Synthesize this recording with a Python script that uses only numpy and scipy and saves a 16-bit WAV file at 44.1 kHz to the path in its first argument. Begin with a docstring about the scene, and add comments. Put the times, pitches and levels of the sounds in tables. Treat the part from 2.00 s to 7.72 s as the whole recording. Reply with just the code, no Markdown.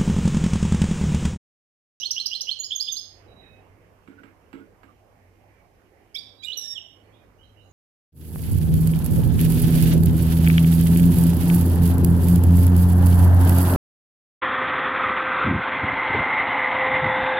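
"""A caged finch is already in a fast phrase, close to the right-hand port of a phone in a small bare room,
over a bed of outside rumble, mains hum and microphone hiss. After a second it stops; the rumble swells
and other small birds whistle farther off. From 2 to 3 s it hops and knocks on its perch, and its claws
set the bars ringing. After 4 s come a few chirps, a long nasal note and a closing fall; the far birds
have the last word."""
import sys
import numpy as np
from scipy import signal
from scipy.fft import rfft, irfft
from scipy.io import wavfile

SR = 44100
rng = np.random.default_rng(int(sys.argv[2]) if len(sys.argv) > 2 else 0)


def digitize_waveform(pressure):
    """Quantize a signal to 16-bit integers and store it at the path in sys.argv[1].

    Rows of a 2-D input are taken as channels; values are limited to [-1, 1].
    """
    field = np.atleast_2d(pressure).T
    bounded = np.clip(field, -1, 1)
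    quanta = np.round(bounded * 32767).astype(np.int16)
    wavfile.write(sys.argv[1], SR, quanta)


N = 252252

# ride of the outside rumble: t/s, level/dB
RUMBLE_RIDE = [(0, -64), (1.0, -64), (1.3, -53), (1.65, -56), (2.0, -59.5), (4.1, -60), (4.5, -60),
               (4.85, -62.5), (5.1, -57.5), (5.72, -61)]
# its tone: f/Hz, relative density/dB
RUMBLE_EQ = [(70, -25.5), (130, -2.5), (190, -0.5), (300, -2), (500, -2), (800, -7), (1350, -15),
             (2400, -13.5), (4000, -34), (6000, -70)]
# ride of the deep rumble in the building, which the hum follows: t/s, level/dB
DEEP_RIDE = [(0, -67.5), (1.0, -70.5), (1.2, -57.5), (2.0, -63), (4.0, -64), (4.8, -69), (5.1, -62),
             (5.72, -59.5)]
# its tone: f/Hz, relative density/dB
DEEP_EQ = [(18, -14.5), (45, -0.5), (75, -0.5), (130, -14), (200, -68)]
# stereo image of both rumbles: f/Hz, left-right correlation/0-1
RUMBLE_CORRELATION = [(60, 0.51), (290, 0.83), (640, 0.47), (1400, 0.019)]
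# their lean to the right: f/Hz, left minus right/dB
RUMBLE_PAN = [(60, -1), (200, -2.5), (700, -9), (2400, -9.5)]
# tone of the microphone hiss: f/Hz, relative density/dB
HISS_EQ = [(2000, -77), (3500, 5.5), (5000, 8.5), (8000, 3.5), (15600, 5)]

# slaps off near surfaces: delay at the right port/s, level/dB
REFLECTIONS = [(.0021, -17), (.0047, -13.5), (.0083, -10), (0.0137, -25), (0.02, -14)]
# the room's initial decay: f/Hz, t60/s
ROOM_DECAY = [(200, 0.82), (2500, 0.91), (6600, 0.73), (12000, 0.35)]
# colour of the microphone ports: f/Hz, gain/dB
PORT_EQ = [(6500, -1.5), (7300, -2.5), (8700, -5.5), (10200, -13), (12000, 3.5), (14000, -13)]
# the phone's body shades the left port: f/Hz, gain/dB
LEFT_SHADE_EQ = [(2500, -4), (6000, 0), (8000, -10), (13000, -14)]

# cues for the far birds: t/s, length/s, start f/Hz, end f/Hz, level/dB
FAR_WHISTLES = [(1.271, 0.23, 3876, 3799, -56), (1.401, 0.19, 2522, 2561, -60.5),
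                (3.301, 0.11, 2118, 2104, -71), (3.462, 0.14, 2403, 2240, -64),
                (4.375, 0.051, 3850, 3900, -45.5), (4.62, 0.111, 1712, 1900, -55.5),
                (5.031, 0.028, 4150, 4560, -67), (5.077, 0.15, 2396, 2460, -68),
                (5.12, 0.039, 3150, 3910, -56), (5.324, 0.1, 6030, 5950, -74),
                (5.384, 0.0516, 2830, 3285, -52), (5.429, 0.017, 3530, 4430, -54.5),
                (5.558, 0.029, 2644, 3180, -50.5), (5.585, 0.044, 3640, 4180, -64.5),
                (5.637, 0.077, 6690, 6550, -62.5)]
# feet and beak on perch and cage: t/s, relative thud level/dB, relative tick level/dB
KNOCK_CUES = [(2.075, -36.5, -55.5), (2.191, -45.5, -66), (2.234, -44, -53.5), (2.529, -33, -48),
              (2.601, -44.5, -65), (2.833, -47, -56.5)]
# a claw drags along a bar: t/s, length/s, ring f/Hz, ring gain/dB
SCRAPE_CUES = [(2.098, .05, 1410, -53), (2.17, .04, 1480, -46), (2.28, 0.038, 1580, -54),
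               (2.585, 0.048, 1460, -56.5), (2.86, .07, 1170, -52)]
# resonances of the cage floor: f/Hz, gain/dB, t60/s
FLOOR_MODES = [(208.5, -9, 0.15), (280, 3.5, 0.14), (321.3, -2.5, 0.24), (439, -10.5, 0.21)]
# resonances of the bars: f/Hz, gain/dB, t60/s
BAR_MODES = [(1195, -10.5, 0.016), (1360, 11, 0.016), (1607, 10, 0.023), (2130, 16, 0.0065),
             (2620, 0, 0.014), (7630, 1.5, 0.005), (11900, -3, 0.002)]

# the notes of each syllable, one glide under one swell apiece: delay/s, length/s, start f/Hz, end f/Hz,
# haste, peak position/0-1, level/dB, swell/dB, fade/dB, second harmonic/dB, third harmonic/dB
SYLLABLES = { "hooked rise": [(-.004, 0.022, 2830, 3070, -0.8, 0.93, -5, 14, 13, -28.5, -31),
             (.016, 0.0067, 3228, 3160, 0.17, 0.6, 2.5, 10, 10, -28.5, -32),
             (.023, 0.012, 3260, 3970, -0.83, .8, -10.5, 2, 3, -25.5, -33),
             (.035, 0.024, 4025, 4406, 1.55, .4, -4, 6.5, 15.5, -23.5, -31.5)],
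             "whip": [(-.005, .01, 3170, 4250, -.6, .9, -18, 5.5, 1.5, -29.5, -41),
             (.003, 0.023, 4157, 6750, 2.0, 0.32, 1, 13.5, 37.5, -21, -39)],
             "fall": [(-.002, .027, 7000, 6480, 3, 0.5, 0.5, 20, 9.5, -16.5, -52.5)],
             "double flick": [(0, .023, 3812, 5640, .3, 0.45, 0.5, 19, 14.5, -21.5, -53),
             (.024, .015, 4585, 5412, 0.27, .45, -4, 16, 10, -22.5, -40.5)],
             "dip": [(0, .013, 3723, 2964, .4, 0.7, -4, 13, 14, -31.5, -35),
             (.013, 0.014, 2917, 3612, 1.8, 0.03, 2, 9.5, 5.5, -31, -29),
             (.026, 0.014, 3534, 3646, .1, .35, 0, 8, 23, -31, -27.5)],
             "chirp": [(0, 0.013, 4570, 5690, 3, 0.77, 3.5, 16.5, 15.5, -17, -49),
             (0.0015, 0.029, 3170, 4090, -1.5, 0.54, 6.5, 29, 5.5, -33, -24),
             (.005, 0.021, 2350, 2700, -5, 0.16, -8, -5, 0, -12, -28),
             (.003, .012, 8300, 9000, 1.5, .6, -11, 8, 8, -40, -60),
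             (0.038, 0.016, 4820, 5060, -5, 0.5, 1, 12, 11, -17, -38)],
             "call": [(-.004, .04, 3085, 4054, 0.76, 0.53, -1.5, 21, 1.5, -16, -20),
             (-.002, 0.0234, 2334, 2560, 1.36, 0.92, -6, 18, -14, -10.5, -19)],
             "hold": [(-.003, 0.053, 2900, 2975, 2.44, 0.32, -1, 14, -1, -30, -34)],
             "sweep": [(0.004, .026, 2950, 4330, 0.44, 0.32, -2.5, 7.5, 13, -39, -39)],
             "closing fall": [(0.001, 0.042, 3680, 2817, 0.92, 0.8, 0, 5, 15.5, -37, -47)], }
# a faint high hiss riding on each note, by syllable: level against the tone/dB
SYLLABLE_HISS = {"hooked rise": -31, "whip": -17, "fall": -33, "double flick": -20, "dip": -31, "chirp":
                 -21, "call": -25, "hold": -34, "sweep": -42, "closing fall": -48}
# the finch's cues: t/s, syllable, pitch ratio, level/dB, left against right/dB
SONG = [(-.134, "hooked rise", 0.93, -18.5, -8), (-.048, "whip", 0.99, -12.5, -4.5),
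        (0.017, "hooked rise", 1.002, -16.5, -6.5), (.101, "whip", 0.98, -15, -8.5),
        (.163, "hooked rise", 0.99, -16.5, -4.5), (.254, "whip", 0.96, -16.5, -11),
        (.314, "hooked rise", 0.99, -16.5, -7.5), (0.403, "whip", 0.99, -16.5, -7),
        (.474, "hooked rise", 1.002, -16, -10), (.591, "fall", 1.034, -21.5, -9),
        (.633, "double flick", 1.016, -23.5, -7), (.703, "dip", 0.98, -19, -7),
        (0.752, "fall", 0.99, -21, -10), (.797, "double flick", 0.99, -16.5, -8.5),
        (.868, "dip", 1.0, -20.5, -4.5), (.918, "fall", 0.97, -19, -22.5),
        (0.962, "double flick", 0.99, -20.5, -10), (4.143, "chirp", 0.97, -29.5, -13),
        (4.426, "call", 0.97, -28, -14), (4.464, "hold", 0.99, -24.5, -16),
        (4.514, "sweep", 1.03, -21.5, -12.5), (4.747, "closing fall", 1.002, -26.5, -16)]
# harmonics 1 to 8 as the nasal note opens: relative level/dB
NASAL_TIMBRE = [-44, -20.5, -5, -28, -29.5, -16, -41, -31]
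# their shift by its end, as the beak closes: gain/dB
NASAL_MORPH = [-6, 6.5, -6.5, 2, -4, -13, -10, -8]

HUM_HZ, HISS_DB = 99.7, -74
SONG_SEND_DB, CAGE_SEND_DB, ROOM_LEFT_DB = -7.5, -17.5, -11.5
FAR_DIRECT_DB, FAR_LEFT_DB = -9, -18
BOUNCE_S, BOUNCE_DB = 0.01806, -2.5   # the foot lands a second time
SCRAPE_T60_S = 0.054
FLUTTER_DB, FLUTTER_HZ = 3.5, 90
NASAL_START_S, NASAL_LENGTH_S, NASAL_DB, NASAL_LEFT_DB = 4.566, 0.204, -21, -18
NASAL_ATTACK_S, NASAL_RELEASE_S, NASAL_SAG_HZ = 0.011, 0.04, 36
LEFT_LEAD_S, CUTOFF_HZ = 0.00027, 15980
PREROLL = SR // 4   # samples: the song is under way before time 0, so the room already rings


def amp(db):
    """Decibels to gain."""
    return 10 ** (np.asarray(db) / 20)


def rms_one(x):
    """Scale to unit power."""
    return x / np.sqrt(np.mean(x ** 2) + 1e-20)


def ride(points):
    """A fader curve (t/s, level/dB) at every sample."""
    return np.interp(np.arange(N) / SR, *np.transpose(points))


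def at_hz(points, hz):
    """A curve (f/Hz, value) read on a log-frequency axis."""
    freqs, values = np.transpose(points)
    return np.interp(np.log(hz), np.log(freqs), values)


def drift(rate_hz, size):
    """Random wobble: smoothed noise of unit power."""
    pole, run_in = np.exp(-2 * np.pi * rate_hz / SR), int(SR / rate_hz)
    smooth = signal.lfilter([1], [1, -2 * pole, pole * pole], rng.standard_normal(size + run_in))
    return rms_one(smooth[run_in:])


def filtered(x, order, hz, kind):
    """A low, high or band pass with a flat passband."""
    return signal.sosfilt(signal.butter(order, hz, kind, fs=SR, output="sos"), x)


def noise_bed(eq, correlation, flicker_db):
    """Stereo noise of unit power in half-octave bands, each with its own level, flicker and width."""
    out, edges = 0, 18 * 2 ** np.arange(0, 10.3, .5)
    white = rng.standard_normal((2, 2, N))
    for k, (low, high) in enumerate(zip(edges, edges[1:])):
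        hz = np.sqrt(low * high)
        if at_hz(eq, hz) > -60:
            mid, side = filtered(white[k % 2], 2, [low, high], "band")
            alike = at_hz(correlation, hz)
            gain = amp(at_hz(eq, hz) + flicker_db * drift(6, N))
            out = out + gain * (np.sqrt(1 + alike) * mid + np.sqrt(1 - alike) * side * [[1], [-1]])
    return rms_one(out)


def microphone_hiss():
    """Each port adds its own steady hiss."""
    return amp(HISS_DB) * noise_bed(HISS_EQ, correlation=[(1000, 0), (2000, 0)], flicker_db=0.3)


def mains_hum():
    """A wavering low tone that rises and sinks with the deep rumble."""
    phase = 2 * np.pi * np.cumsum(HUM_HZ + 4 * drift(8.8, N)) / SR
    level_db = ride(DEEP_RIDE) + 3 + 2.6 * drift(3.5, N)
    return amp(level_db) * np.sin(phase) * amp([[-1], [1]])


def rumble():
    """Rumble from outside over the building's deep one, leaning further right towards the treble."""
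    outside = amp(ride(RUMBLE_RIDE) - 0.5) * noise_bed(RUMBLE_EQ, RUMBLE_CORRELATION, flicker_db=2.5)
    outside = filtered(outside, 8, 3100, "low")   # walls stop the treble
    deep = amp(ride(DEEP_RIDE)) * noise_bed(DEEP_EQ, RUMBLE_CORRELATION, flicker_db=0.4)
    hz = np.fft.rfftfreq(N, 1 / SR) + 1
    pan = amp(at_hz(RUMBLE_PAN, hz) * [[.5], [-.5]])
    return irfft(rfft(outside + deep) * pan, N)


def room_tail(send, bend_db):
    """Diffuse reverb, separate at each port, dying band by band; bend_db (dB/s^2) steepens the fade."""
    t = np.arange(SR * 3 // 4) / SR
    tail, edges = 0, 100 * 2 ** np.arange(0, 7.6, .5)
    for low, high in zip(edges, edges[1:]):
        band = filtered(rng.standard_normal((2, len(t))), 2, [low, high], "band")
        t60 = at_hz(ROOM_DECAY, np.sqrt(low * high))
        tail = tail + band * amp(-60 * t / t60 - bend_db * t ** 2)
    tail *= 1 - np.exp(-t / 0.003)   # blooms in a few ms
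    tail *= amp([[ROOM_LEFT_DB], [0]]) / np.sqrt(np.sum(tail ** 2, axis=1, keepdims=True))
    return signal.fftconvolve(send[None], tail, axes=1)[:, :len(send)]


def near_echoes(x):
    """The direct sound plus early reflections, sooner and softer at the left port."""
    out = x.copy()
    for delay_s, level_db in REFLECTIONS:
        for side, (stretch, side_db) in enumerate([(0.79, ROOM_LEFT_DB), (1, 0)]):
            lag = round(delay_s * stretch * SR)
            out[side, lag:] += amp(level_db + side_db) * x[1, :-lag]
    return out


def add_note(track, start, hz, level_db, harmonics_db, left_db, edge_s, hiss_db=-40, rasp=0.67):
    """Lay in one bird note: harmonics of a glide, all but the strongest raspy, plus a faint high hiss."""
    phase = 2 * np.pi * (np.cumsum(hz) / SR + rng.random())
    roughness = 1 + rasp * drift(500, len(hz))
    strongest = 1 + np.argmax([np.mean(db) for db in harmonics_db])
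    tone = 0
    for k, db in enumerate(harmonics_db, 1):
        harmonic = amp(db) * np.sin(k * phase) * (k * hz < SR / 2.2)
        tone = tone + harmonic * (1 if k == strongest else roughness)
    hiss = amp(hiss_db) * rms_one(np.diff(rng.standard_normal(len(hz) + 2), 2))
    steps = np.arange(len(hz))
    ramps = np.clip(np.minimum(steps, steps[::-1]) / (edge_s * SR), 0, 1)
    note = (tone + hiss) * np.sin(np.pi / 2 * ramps) ** 2 * amp(level_db)
    at = PREROLL + round(start * SR)
    slot = track[:, at:at + len(hz)]
    slot += note[:slot.shape[1]] * amp([[left_db], [0]])


def far_birds():
    """Thin whistles that waver in pitch and level."""
    track = np.zeros((2, N + PREROLL))
    for start, length, from_hz, to_hz, level_db in FAR_WHISTLES:
        size = round(length * SR)
        hz = np.linspace(from_hz, to_hz, size) * (1 + 0.0041 * drift(51, size))
        waver_db = 2.5 * drift(30, size)
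        waver_db -= waver_db.mean()
        add_note(track, start, hz, level_db + waver_db, [0], FAR_LEFT_DB, edge_s=0.0092, hiss_db=-59)
    return track


def ring(clicks, modes):
    """Clicks set damped resonances (f/Hz, gain/dB, t60/s) ringing."""
    out = 0
    for hz, gain_db, t60 in modes:
        decay, angle = amp(-60 / (t60 * SR)), 2 * np.pi * hz / SR
        feedback = [1, -2 * decay * np.cos(angle), decay * decay]
        out = out + signal.lfilter([0, amp(gain_db) * np.sin(angle)], feedback, clicks + 1e-18)
    return out


def claw_scrapes():
    """A claw drags along a bar, and its tiny slips make the bar ring."""
    bars = 0
    for start, length, hz, gain_db in SCRAPE_CUES:
        at, size = PREROLL + round(start * SR), round(length * SR)
        slips = np.zeros(N + PREROLL)
        slips[at:at + size] = np.hanning(size) * rng.standard_normal(size) / 10
        bars = bars + ring(slips, [(hz, gain_db, SCRAPE_T60_S)])
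    return bars


def cage_knocks():
    """Each knock ticks on the bars, then thuds in the cage floor, amid scuffling and scraping claws."""
    thud, tick = np.zeros((2, N + PREROLL))
    t = np.arange(round(.1 * SR)) / SR
    push = np.exp(-((t - .009) / 0.00089) ** 2)   # the foot's weight lands softly
    push += amp(BOUNCE_DB) * np.roll(push, round(BOUNCE_S * SR))
    tick_envelope = np.exp(-t / 0.005) + 0.4 * (1 - t / t[-1])
    for start, thud_db, tick_db in KNOCK_CUES:
        at = PREROLL + round(start * SR)
        scuffle = rng.standard_normal((2, len(t))) * (rng.random((2, len(t))) < 6000 / SR)
        thud[at:at + len(t)] += amp(thud_db - 32) * push + amp(thud_db - 31.5) * scuffle[0]
        tick[at:at + len(t)] += amp(tick_db - 13) * scuffle[1] * tick_envelope
    floor = filtered(ring(thud, FLOOR_MODES), 4, 170, "high")   # too small for bass
    bars = ring(tick, BAR_MODES) + claw_scrapes()
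    return floor * amp([[-9], [0]]) + bars * amp([[-14], [0]])


def glide(length, from_hz, to_hz, haste):
    """A note's progress (0-1) and pitch; haste above 0 bends early, below 0 bends late."""
    progress = np.arange(round(length * SR)) / (length * SR)
    bend = np.expm1(-haste * progress) / np.expm1(-haste - 1e-9)
    return progress, from_hz + (to_hz - from_hz) * bend


def swell(progress, peak, swell_db, fade_db):
    """Envelope in dB: a rounded rise to the peak and a rounded fall after it."""
    peak = np.clip(peak, .05, .95)
    rise = -swell_db * (1 - progress / peak) ** 2
    fall = -fade_db * ((progress - peak) / (1 - peak)) ** 2
    return np.where(progress < peak, rise, fall)


def finch_syllables():
    """The finch strings glides into syllables; each note's level flutters quickly and unevenly."""
    track = np.zeros((2, N + PREROLL))
    for start, name, ratio, cue_db, left_db in SONG:
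        for note in SYLLABLES[name]:
            delay, length, from_hz, to_hz, haste, peak, note_db, swell_db, fade_db, *upper_db = note
            progress, hz = glide(length, from_hz, to_hz, haste)
            flutter_db = FLUTTER_DB * drift(FLUTTER_HZ, len(hz))
            flutter_db -= flutter_db.mean()
            level_db = cue_db + note_db + swell(progress, peak, swell_db, fade_db) + flutter_db
            add_note(track, start + delay, ratio * hz, level_db, [0, *upper_db], left_db,
                     edge_s=0.002, hiss_db=SYLLABLE_HISS[name])
    return track


def finch_nasal_note():
    """A long note that drops, then slowly sags; the throat favours its third harmonic."""
    track = np.zeros((2, N + PREROLL))
    progress, hz = glide(NASAL_LENGTH_S, from_hz=2075, to_hz=1872, haste=15)
    hz -= NASAL_SAG_HZ * progress
    t = progress * NASAL_LENGTH_S
    attack_db = -25 * np.clip(1 - t / NASAL_ATTACK_S, 0, 1)
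    release_db = -25 * np.clip(1 - t[::-1] / NASAL_RELEASE_S, 0, 1)
    level_db = NASAL_DB + attack_db + release_db + FLUTTER_DB * drift(28.7, len(t))
    harmonics_db = np.c_[NASAL_TIMBRE] + np.c_[NASAL_MORPH] * progress
    add_note(track, NASAL_START_S, hz, level_db, harmonics_db, NASAL_LEFT_DB, edge_s=0.0038, rasp=0.12)
    return track


def scene():
    """The mix: finch and cage up close, far birds mostly reverb, all coloured by the ports, over the bed."""
    song = finch_syllables() + finch_nasal_note()
    cage, far = cage_knocks(), far_birds()
    direct = near_echoes(song + cage) + amp(FAR_DIRECT_DB) * far
    direct[0] = np.roll(direct[0], -round(LEFT_LEAD_S * SR))
    send = amp(SONG_SEND_DB) * song[1] + amp(CAGE_SEND_DB) * cage[1]
    mix = direct + room_tail(send, bend_db=170) + room_tail(far[1], bend_db=550)
    hz = np.fft.rfftfreq(N + PREROLL, 1 / SR) + 1
    colour = amp(at_hz(PORT_EQ, hz) + at_hz(LEFT_SHADE_EQ, hz) * [[1], [0]])
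    coloured = irfft(rfft(mix) * colour, N + PREROLL)[:, PREROLL:]
    return coloured + rumble() + mains_hum() + microphone_hiss()


def record(dry):
    """A steep high cut, 70 dB down from the cutoff up."""
    return signal.sosfilt(signal.cheby2(14, 70, CUTOFF_HZ, fs=SR, output="sos"), dry)


dry = scene()
out = record(dry)
digitize_waveform(out)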